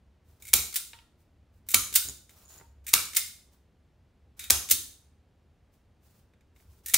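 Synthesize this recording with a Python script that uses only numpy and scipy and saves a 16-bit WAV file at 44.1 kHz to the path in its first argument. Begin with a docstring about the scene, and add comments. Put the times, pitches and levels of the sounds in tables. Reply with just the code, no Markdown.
"""A plastic zip tie gun fastens five ties on a mesh wreath, on a work table in a small live room.
Each squeeze ratchets the tie through a pawl, the blade snaps it off with a loud crack, and a spring
clacks the trigger back. Between ties the mesh rustles, the frame knocks on the table and a metal
bangle clinks. The table top booms under hands and recoil, over a low room rumble."""
import sys
import numpy as np
from scipy import signal
from scipy.fft import rfft, irfft
from scipy.io import wavfile

SR = 44100
rng = np.random.default_rng(int(sys.argv[2]) if len(sys.argv) > 2 else 0)


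def bounce(signal):
    """Save signal as a 16-bit WAV file at the path given by the first command-line argument."""
    frames = np.transpose(np.atleast_2d(signal))
    limited = np.clip(frames, -1, 1)
    pcm = np.round(limited * 32767).astype(np.int16)
    wavfile.write(sys.argv[1], SR, pcm)


N = 307641
TIME = np.arange(N) / SR
PATHS = 5  # left microphone, right microphone, three walls
CUTOFF_HZ = 15700

# Blade and table spectra. Each row: frequency in Hz, relative level in dB.
BLADE_SPECTRUM = [(60, -25.5), (300, -20.5), (700, -16.5), (900, -18), (1200, -13.5), (1750, -11),
                  (2800, -5), (4500, -2.5), (6500, 0), (9000, 1.5), (12000, 2.5), (14500, 2)]
TABLE_SPECTRUM = [(30, -18.5), (70, 3.5), (110, -2), (170, -7), (350, -7), (600, -20.5), (1500, -24),
                  (6000, -60.5)]
# Gun resonances. Each row: centre in Hz, width in Hz, boost in dB.
GUN_MODES = [(1345, 180, 4), (2270, 220, 9.5), (3790, 260, 4.5), (6150, 180, 6), (6980, 340, 5.5),
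             (7670, 160, 1.5), (8780, 200, 5.5)]
# Cuts. Each row: start in seconds, level in dB, tilt in dB/octave, t60 in seconds, latch level in dB,
# thump level in dB, ring in Hz, ring boost in dB.
CUTS = [(0.5366, -2, -0.5, 0.018, -15, -35.5, 3850, 1), (1.7431, -3.5, -1, 0.023, -25, -37, 1214, 8.5),
        (2.937, -1.5, -2, .016, -17.5, -42, 1268, 6.5), (4.5045, -1.5, -2, 0.011, -14.5, -36, 6220, 1.5),
        (6.941, -6, -0.5, 0.04, -17.5, -44.5, 2050, 10.5)]
THUMP_T60_S = 0.13


def blade_cuts(latch_lead_s=0.0048, ring_width_hz=220):
    """The tension latch trips, the blade slams through, and the recoil thumps the table."""
    out = np.zeros((PATHS, N))
    for start_s, db, tilt_db, t60_s, latch_db, thump_db, ring_hz, ring_db in CUTS:
        modes = GUN_MODES + [(ring_hz, ring_width_hz, ring_db)]
        latch = colour(burst(t60_s=0.06, rise_s=0.0016, side_db=-15.5), BLADE_SPECTRUM, modes, -2.5)
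        add(out, start_s - latch_lead_s, from_db(latch_db) * latch)
        snap = burst(t60_s, rise_s=0.0013, side_db=-12)
        add(out, start_s, from_db(db) * colour(snap, BLADE_SPECTRUM, modes, tilt_db))
        thump = burst(THUMP_T60_S, rise_s=0.003, side_db=-21)
        add(out, start_s, from_db(thump_db) * colour(thump, TABLE_SPECTRUM))
    return out


# Spring spectrum. Each row: frequency in Hz, relative level in dB.
SPRING_SPECTRUM = [(100, -41), (400, -27.5), (750, -27.5), (1400, -15.5), (2800, -2.5), (4800, 0),
                   (7000, 2), (9500, 6), (12000, 1.5), (14500, 8)]
# Slide and spring resonances. Each row: centre in Hz, width in Hz, boost in dB.
SLIDE_MODES = [(1420, 150, 6), (1750, 130, 4), (2117, 150, 8), (3666, 77, 9.5), (6245, 160, 5),
               (7300, 220, 5.5), (8850, 200, 3)]
# Slide contacts. Each row: share of run-up left, relative level in dB, added tilt in dB/octave,
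# t60 in seconds.
RUN_UP = [(0.9, -25.5, -3, 0.046), (.52, -18.5, 0, .1), (0.11, -7, 1, .03)]
# Stop clack and spring rattle. Each row: relative level in dB, added tilt in dB/octave, t60 in seconds.
STOP = [(-3, 3, 0.039), (-4, -.5, .085)]
# Trigger releases. Each row: stop time in seconds, run-up in seconds, level in dB, run-up offset in dB,
# tilt in dB/octave, ring in Hz, ring boost in dB.
RELEASES = [(0.7618, 0.04, -19, 7.5, -1.5, 3800, -1), (1.9567, .034, -8, 0.5, -1, 1490, 4.5),
            (3.167, .038, -11.5, 0, -2, 2110, 5.5), (4.7114, 0.026, -8.5, 2, -1, 6400, 8.5)]


def trigger_returns(ring_width_hz=150):
    """The spring throws the slide home in a quick run of growing contacts, up to a hard stop."""
    out = np.zeros((PATHS, N))
    for stop_s, run_s, db, run_db, tilt_db, ring_hz, ring_db in RELEASES:
        modes = SLIDE_MODES + [(ring_hz, ring_width_hz, ring_db)]
        contacts = [(stop_s - share * run_s, run_db + hit_db, *rest) for share, hit_db, *rest in RUN_UP]
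        contacts += [(stop_s, *part) for part in STOP]
        for start_s, hit_db, hit_tilt_db, t60_s in contacts:
            hit = burst(t60_s, rise_s=0.0012, side_db=-6)
            clack = colour(hit, SPRING_SPECTRUM, modes, tilt_db + hit_tilt_db)
            add(out, start_s, from_db(db + hit_db) * clack)
    return out


# Pawl spectrum. Each row: frequency in Hz, relative level in dB.
PAWL_SPECTRUM = [(100, -16.5), (500, -25.5), (1000, -23.5), (1400, -11), (2800, -9), (4800, -8.5),
                 (7000, -0.5), (11000, -3.5), (14500, -2.5)]
# Pawl resonances. Each row: centre in Hz, width in Hz, boost in dB.
PAWL_MODES = [(1460, 140, 4), (2280, 590, 12), (3747, 370, 9.7)]
# Squeezes. Each row: start in seconds, first gap in seconds, slip count, first slip level in dB,
# step per slip in dB, tilt in dB/octave, tie ring in Hz, ring boost in dB.
SQUEEZES = [(0.422, .0295, 5, -43.5, 1.1, 2, 2163, 8.5), (1.687, .0175, 3, -29, 0, 3.5, 1370, 6),
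            (2.866, 0.014, 3, -33, 1, 1, 1847, 7), (4.3928, .047, 2, -32, -3, -.5, 3714, 9.5),
            (6.860, 0.023, 3, -30.5, -0.5, 3, 1840, 14.5)]


def ratchet(gap_ratio=0.59, creep_db=-15.5, ring_width_hz=190):
    """The taut tie rings as it slips through the pawl in quickening ticks, creeping in between."""
    out = np.zeros((PATHS, N))
    for start_s, gap_s, count, db, step_db, tilt_db, ring_hz, ring_db in SQUEEZES:
        gaps_s = gap_s * gap_ratio ** np.arange(count - 1)
        slips_s = np.cumsum([0, *gaps_s])
        pull = np.zeros((PATHS, SR // 2))
        add(pull, 0, from_db(creep_db) * radiated_noise(int(slips_s[-1] * SR), side_db=-7))
        for k, slip_s in enumerate(slips_s):
            add(pull, slip_s, from_db(k * step_db) * burst(t60_s=0.055, rise_s=0.001, side_db=-10.5))
        modes = PAWL_MODES + [(ring_hz, ring_width_hz, ring_db)]
        add(out, start_s, from_db(db) * colour(pull, PAWL_SPECTRUM, modes, tilt_db))
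    return out


# Hoop modes. Each row: frequency in Hz, relative level in dB, t60 in seconds.
BANGLE_MODES = [(6400, -11, .02), (6830, -0.5, .03), (6960, 1, 0.03), (7268, -4, 0.025), (8000, -10, .015),
                (10450, -5, .025)]
# Clinks. Each row: start in seconds, peak level in dB.
CLINKS = [(2.0868, -20), (2.097, -25)]
# Slide along the wrist. Each row: time in seconds, level in dB.
BANGLE_SLIDE = [(2.3, -110), (2.4, -72.5), (2.47, -62), (2.49, -53.5), (2.58, -55), (2.62, -70),
                (2.7, -110)]


def bangle(chatter_per_s=300, size=4096):
    """Two clinks and a fine sliding chatter ring the modes of the metal hoop."""
    t = np.arange(size) / SR
    ring = sum(from_db(db - 60 * t / t60_s) * np.sin(2 * np.pi * hz * t)
               for hz, db, t60_s in BANGLE_MODES)
    touches = unit_rms(rng.standard_normal((PATHS, N)) * (rng.random(N) < chatter_per_s / SR))
    touches *= from_db(np.interp(TIME, *np.transpose(BANGLE_SLIDE))) / np.linalg.norm(ring)
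    for start_s, db in CLINKS:
        touches[:, int(start_s * SR)] += from_db(db) / np.max(np.abs(ring))
    return signal.oaconvolve(touches, ring[None], axes=1)[:, :N]


# Frame spectrum. Each row: frequency in Hz, relative level in dB.
FRAME_SPECTRUM = [(100, -13), (600, -13), (1100, -12.5), (2100, -1), (3000, 0), (4500, -8.5), (7000, -18),
                  (15000, -31.5)]
# Frame resonances. Each row: centre in Hz, width in Hz, boost in dB.
FRAME_MODES = [(922, 53, 20), (1390, 45, 14), (1900, 67, 9), (3880, 400, 3.6)]
# Frame knocks and tie ticks. Each row: start in seconds, level in dB, tilt in dB/octave.
FRAME_KNOCKS = [(0.9322, -39, -1), (.988, -50, 0), (2.598, -54, -7), (2.611, -45.5, -14)]
TIE_TICKS = [(2.293, -49.5, -2.5), (2.305, -55, 0), (6.335, -63.5, -9), (6.408, -64, -6.5),
             (6.561, -60, -5.5), (6.60, -63, -7.5)]
# Table bumps. Each row: start in seconds, level in dB, t60 in seconds.
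TABLE_BUMPS = [(1.921, -47, .07), (2.05, -49, 0.14), (2.082, -44, 0.14), (2.562, -58, .15),
               (4.713, -32, 0.03)]


def handling():
    """The hollow wreath frame is knocked and bumps the table; the tie ticks on the gun's nose."""
    out = np.zeros((PATHS, N))
    for start_s, db, tilt_db in FRAME_KNOCKS:
        knock = burst(t60_s=0.043, rise_s=0.0005, side_db=-12)
        add(out, start_s, from_db(db) * colour(knock, FRAME_SPECTRUM, FRAME_MODES, tilt_db))
    for start_s, db, tilt_db in TIE_TICKS:
        tick = burst(t60_s=0.046, rise_s=0.001, side_db=-9)
        add(out, start_s, from_db(db) * colour(tick, PAWL_SPECTRUM, PAWL_MODES, tilt_db))
    for start_s, db, t60_s in TABLE_BUMPS:
        bump = burst(t60_s, rise_s=0.0017, side_db=-36)
        add(out, start_s, from_db(db) * colour(bump, TABLE_SPECTRUM))
    return out


# Mesh spectrum. Each row: frequency in Hz, relative level in dB.
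MESH_SPECTRUM = [(200, -2.5), (900, -1), (2000, -7), (4000, -6), (7000, -4.5), (12000, -6.5), (14500, -1)]
# Hand strokes. Each row: start in seconds, hold in seconds, level in dB.
STROKES = [(0.266, 0.11, -72.5), (1.195, 0.023, -75), (1.546, .04, -76.5), (2.312, .13, -60.5),
           (2.501, 0.092, -59), (3.528, .02, -70.5), (5.734, 0.021, -76), (6.036, .16, -70.5),
           (6.565, 0.23, -69.5)]


def mesh_rustle(catches_per_s=500, catch_db=14, folds_per_s=45, fold_db=2.5, grip_s=0.019, grip_db=-63):
    """Plastic threads rub at each stroke and grip: a hiss, uneven from fold to fold, with tiny catches."""
    strokes = sum(from_db(db) * swell(start_s, hold_s, attack_s=0.04, release_s=0.09)
                  for start_s, hold_s, db in STROKES)
    grips = sum(from_db(grip_db) * swell(squeeze_s - grip_s, grip_s, attack_s=0.012, release_s=0.09)
                for squeeze_s, *_ in SQUEEZES)
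    folds = from_db(fold_db * np.interp(TIME * folds_per_s, np.arange(SR), rng.standard_normal(SR)))
    catches = 1 + from_db(catch_db) * (rng.random(N) < catches_per_s / SR)
    friction = unit_rms(catches * folds) * radiated_noise(N, side_db=-5.5)
    return colour(friction * (strokes + grips), MESH_SPECTRUM)


# Table top boom spectrum. Each row: frequency in Hz, relative level in dB.
BOOM_SPECTRUM = [(35, -34), (55, -13), (70, 0), (82, -11), (92, -7), (115, -20), (250, -47.5),
                 (1000, -91.5)]


def table_boom(rest_db=-69, lean_db=-60.5, lean_s=0.26, jolt_db=-10, jolt_rise_s=0.017):
    """The table top swings as hands lean on it before each cut and as recoils and bumps jolt it."""
    swings = [from_db(lean_db) * swell(cut_s - lean_s, lean_s, attack_s=0.12, release_s=0.9)
              for cut_s, *_ in CUTS]
    recoils = [(cut_s, thump_db, THUMP_T60_S) for cut_s, *_, thump_db, ring_hz, ring_db in CUTS]
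    for start_s, db, t60_s in recoils + TABLE_BUMPS:
        jolt = swell(start_s + jolt_rise_s, hold_s=0.042, attack_s=jolt_rise_s, release_s=0.4)
        swings.append(from_db(db + jolt_db) * t60_s / THUMP_T60_S * jolt)  # short blows move it less
    envelope = np.sqrt(from_db(rest_db) ** 2 + sum(swing ** 2 for swing in swings))
    return envelope * steady_noise(1, BOOM_SPECTRUM)


# Room decay. Each row: frequency in Hz, t60 in seconds.
ROOM_T60 = [(70, .42), (250, .48), (900, .44), (2000, .43), (4000, .47), (7000, .44), (10000, .41),
            (15000, .365)]
# Reverb spectrum. Each row: frequency in Hz, gain in dB.
ROOM_SPECTRUM = [(70, 3), (250, 0.5), (600, -2), (1200, 3.5), (2200, -3), (4000, 0.58), (7000, -1.5),
                 (10000, -1), (15000, -5)]


def room_response(gap_s=0.0037, build_s=0.0036, early_db=-2, early_t60_s=0.039, size=32768):
    """Dense early reflections off the table, then a tail dying band by band; near mono in the bass."""
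    t = np.arange(size) / SR
    hz = np.arange(size // 2 + 1) * SR / size
    mid, side = rfft(rng.standard_normal((2, size)))
    width = from_db(at_hz([(70, -26), (250, -14.5), (2500, -4)], hz))
    field = stereo(mid, width * side) / np.hypot(1, width) * from_db(at_hz(ROOM_SPECTRUM, hz))
    onset = np.clip((t - gap_s) / build_s, 0, 1)
    early = 1 + from_db(early_db - 60 * t / early_t60_s)
    centres_hz, t60s_s = np.transpose(ROOM_T60)
    response = 0
    for t60_s, band_weights in zip(t60s_s, np.eye(len(centres_hz))):
        band = irfft(field * np.interp(hz, centres_hz, band_weights))
        decay = onset * early * from_db(-60 * t / t60_s)
        response += band * decay / np.linalg.norm(decay)
    return response


def room_reverb(walls):
    """Each wall returns its share of the sound by its own reflections."""
    echoes = [signal.oaconvolve(wall[None], room_response(), axes=1)[:, :N] for wall in walls]
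    return sum(echoes) / np.sqrt(len(walls))


# Room tone spectrum. Each row: frequency in Hz, relative level in dB.
RUMBLE_SPECTRUM = [(12, -48), (20, -20), (37, -15), (53, -10.5), (74, -4), (98, -11.5), (172, -17.5),
                   (234, -18.5), (270, -21.5), (513, -26.5), (825, -31), (1100, -35), (3000, -41),
                   (10200, -55), (16000, -60)]


def room_tone(db=-64, side_db=-12, mono_below_hz=170):
    """A steady low rumble with faint hiss above it."""
    mid, side = steady_noise(2, RUMBLE_SPECTRUM)
    side = signal.sosfilt(signal.butter(2, mono_below_hz, "high", fs=SR, output="sos"), side)
    return from_db(db) * stereo(mid, from_db(side_db) * side)


def close_microphones(pair, mono_below_hz=260):
    """Two closely spaced microphones hear the bass alike."""
    highpass = signal.butter(1, mono_below_hz, "high", fs=SR, output="sos")
    return stereo(pair.mean(axis=0), signal.sosfilt(highpass, (pair[0] - pair[1]) / 2))


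def burst(t60_s, rise_s, side_db, size=4096):
    """A contact excites countless damped modes: noise with a fast rise and exponential decay."""
    t = np.arange(size) / SR
    envelope = np.minimum(t / rise_s, 1) * from_db(-60 * np.maximum(t - rise_s, 0) / t60_s)
    return envelope * radiated_noise(size, side_db)


def radiated_noise(size, side_db):
    """Unit noise per path: correlated at the microphones, independent towards each wall."""
    mid, side, *walls = rng.standard_normal((PATHS, size))
    width = from_db(side_db)
    return np.vstack([stereo(mid, width * side) / np.hypot(1, width), *walls])


def steady_noise(channels, spectrum, run_in=4096):
    """Coloured noise, at full level from the first sample."""
    return colour(rng.standard_normal((channels, N + run_in)), spectrum, size=8192)[:, -N:]


def colour(x, spectrum, modes=(), tilt_db=0, size=4096):
    """Unit-power minimum-phase filter: broad spectrum, resonances, tilt per octave above 700 Hz."""
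    hz = np.arange(size // 2 + 1) * SR / size
    db = at_hz(spectrum, hz) + tilt_db * np.log2(np.maximum(hz, 700))
    for centre_hz, width_hz, boost_db in modes:
        db += boost_db / (1 + (2 * (hz - centre_hz) / width_hz) ** 2)
    gain = from_db(db)
    gain /= np.sqrt(np.mean(gain ** 2 * (hz < CUTOFF_HZ)))
    cepstrum = irfft(np.log(gain))[:size // 2]
    cepstrum[1:] *= 2
    response = irfft(np.exp(rfft(cepstrum, size)))[:size // 2]
    return signal.oaconvolve(x, response[None], axes=1)[:, :x.shape[1]]


def swell(full_s, hold_s, attack_s, release_s):
    """Envelope that peaks at full_s, holds, then falls 60 dB in release_s."""
    attack = np.clip(1 + (TIME - full_s) / attack_s, 0, 1) ** 2
    return attack * from_db(-60 * np.clip((TIME - full_s - hold_s) / release_s, 0, 2))


def at_hz(points, hz):
    """Interpolate a spectrum over log frequency."""
    points_hz, values = np.transpose(points)
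    return np.interp(np.log(np.maximum(hz, 1)), np.log(points_hz), values)


def add(out, start_s, sound):
    i = int(start_s * SR)
    out[:, i:i + sound.shape[-1]] += sound[..., :N - i]


def stereo(mid, side):
    return mid + side * np.array([[1], [-1]])


def from_db(db):
    return 10 ** (np.asarray(db) / 20)


def unit_rms(x):
    return x / np.sqrt(np.mean(x ** 2) + 1e-20)


def scene(left_db=-1.92, right_db=-1.5):
    """Gun and hands close by, their room reflections, room tone and table boom."""
    # Each row: source, reverb send in dB.
    sources = [(blade_cuts(), -3.5), (trigger_returns(), -4.5), (ratchet() + mesh_rustle(), -0.5),
               (handling(), -6), (bangle(), -7)]
    direct = sum(paths[:2] for paths, _ in sources)
    walls = sum(from_db(send_db) * paths[2:] for paths, send_db in sources)
    pair = close_microphones(direct + room_reverb(walls)) * from_db([[left_db], [right_db]])
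    return pair + room_tone() + table_boom()


def record(dry):
    """Round the loudest cracks, clip at full scale, then low-pass."""
    knee = 2.2
    clipped = np.clip(knee * np.tanh(dry / knee), -1, 1)
    return signal.sosfilt(signal.ellip(10, 0.2, 70, CUTOFF_HZ, fs=SR, output="sos"), clipped)


dry = scene()
out = record(dry)
bounce(out)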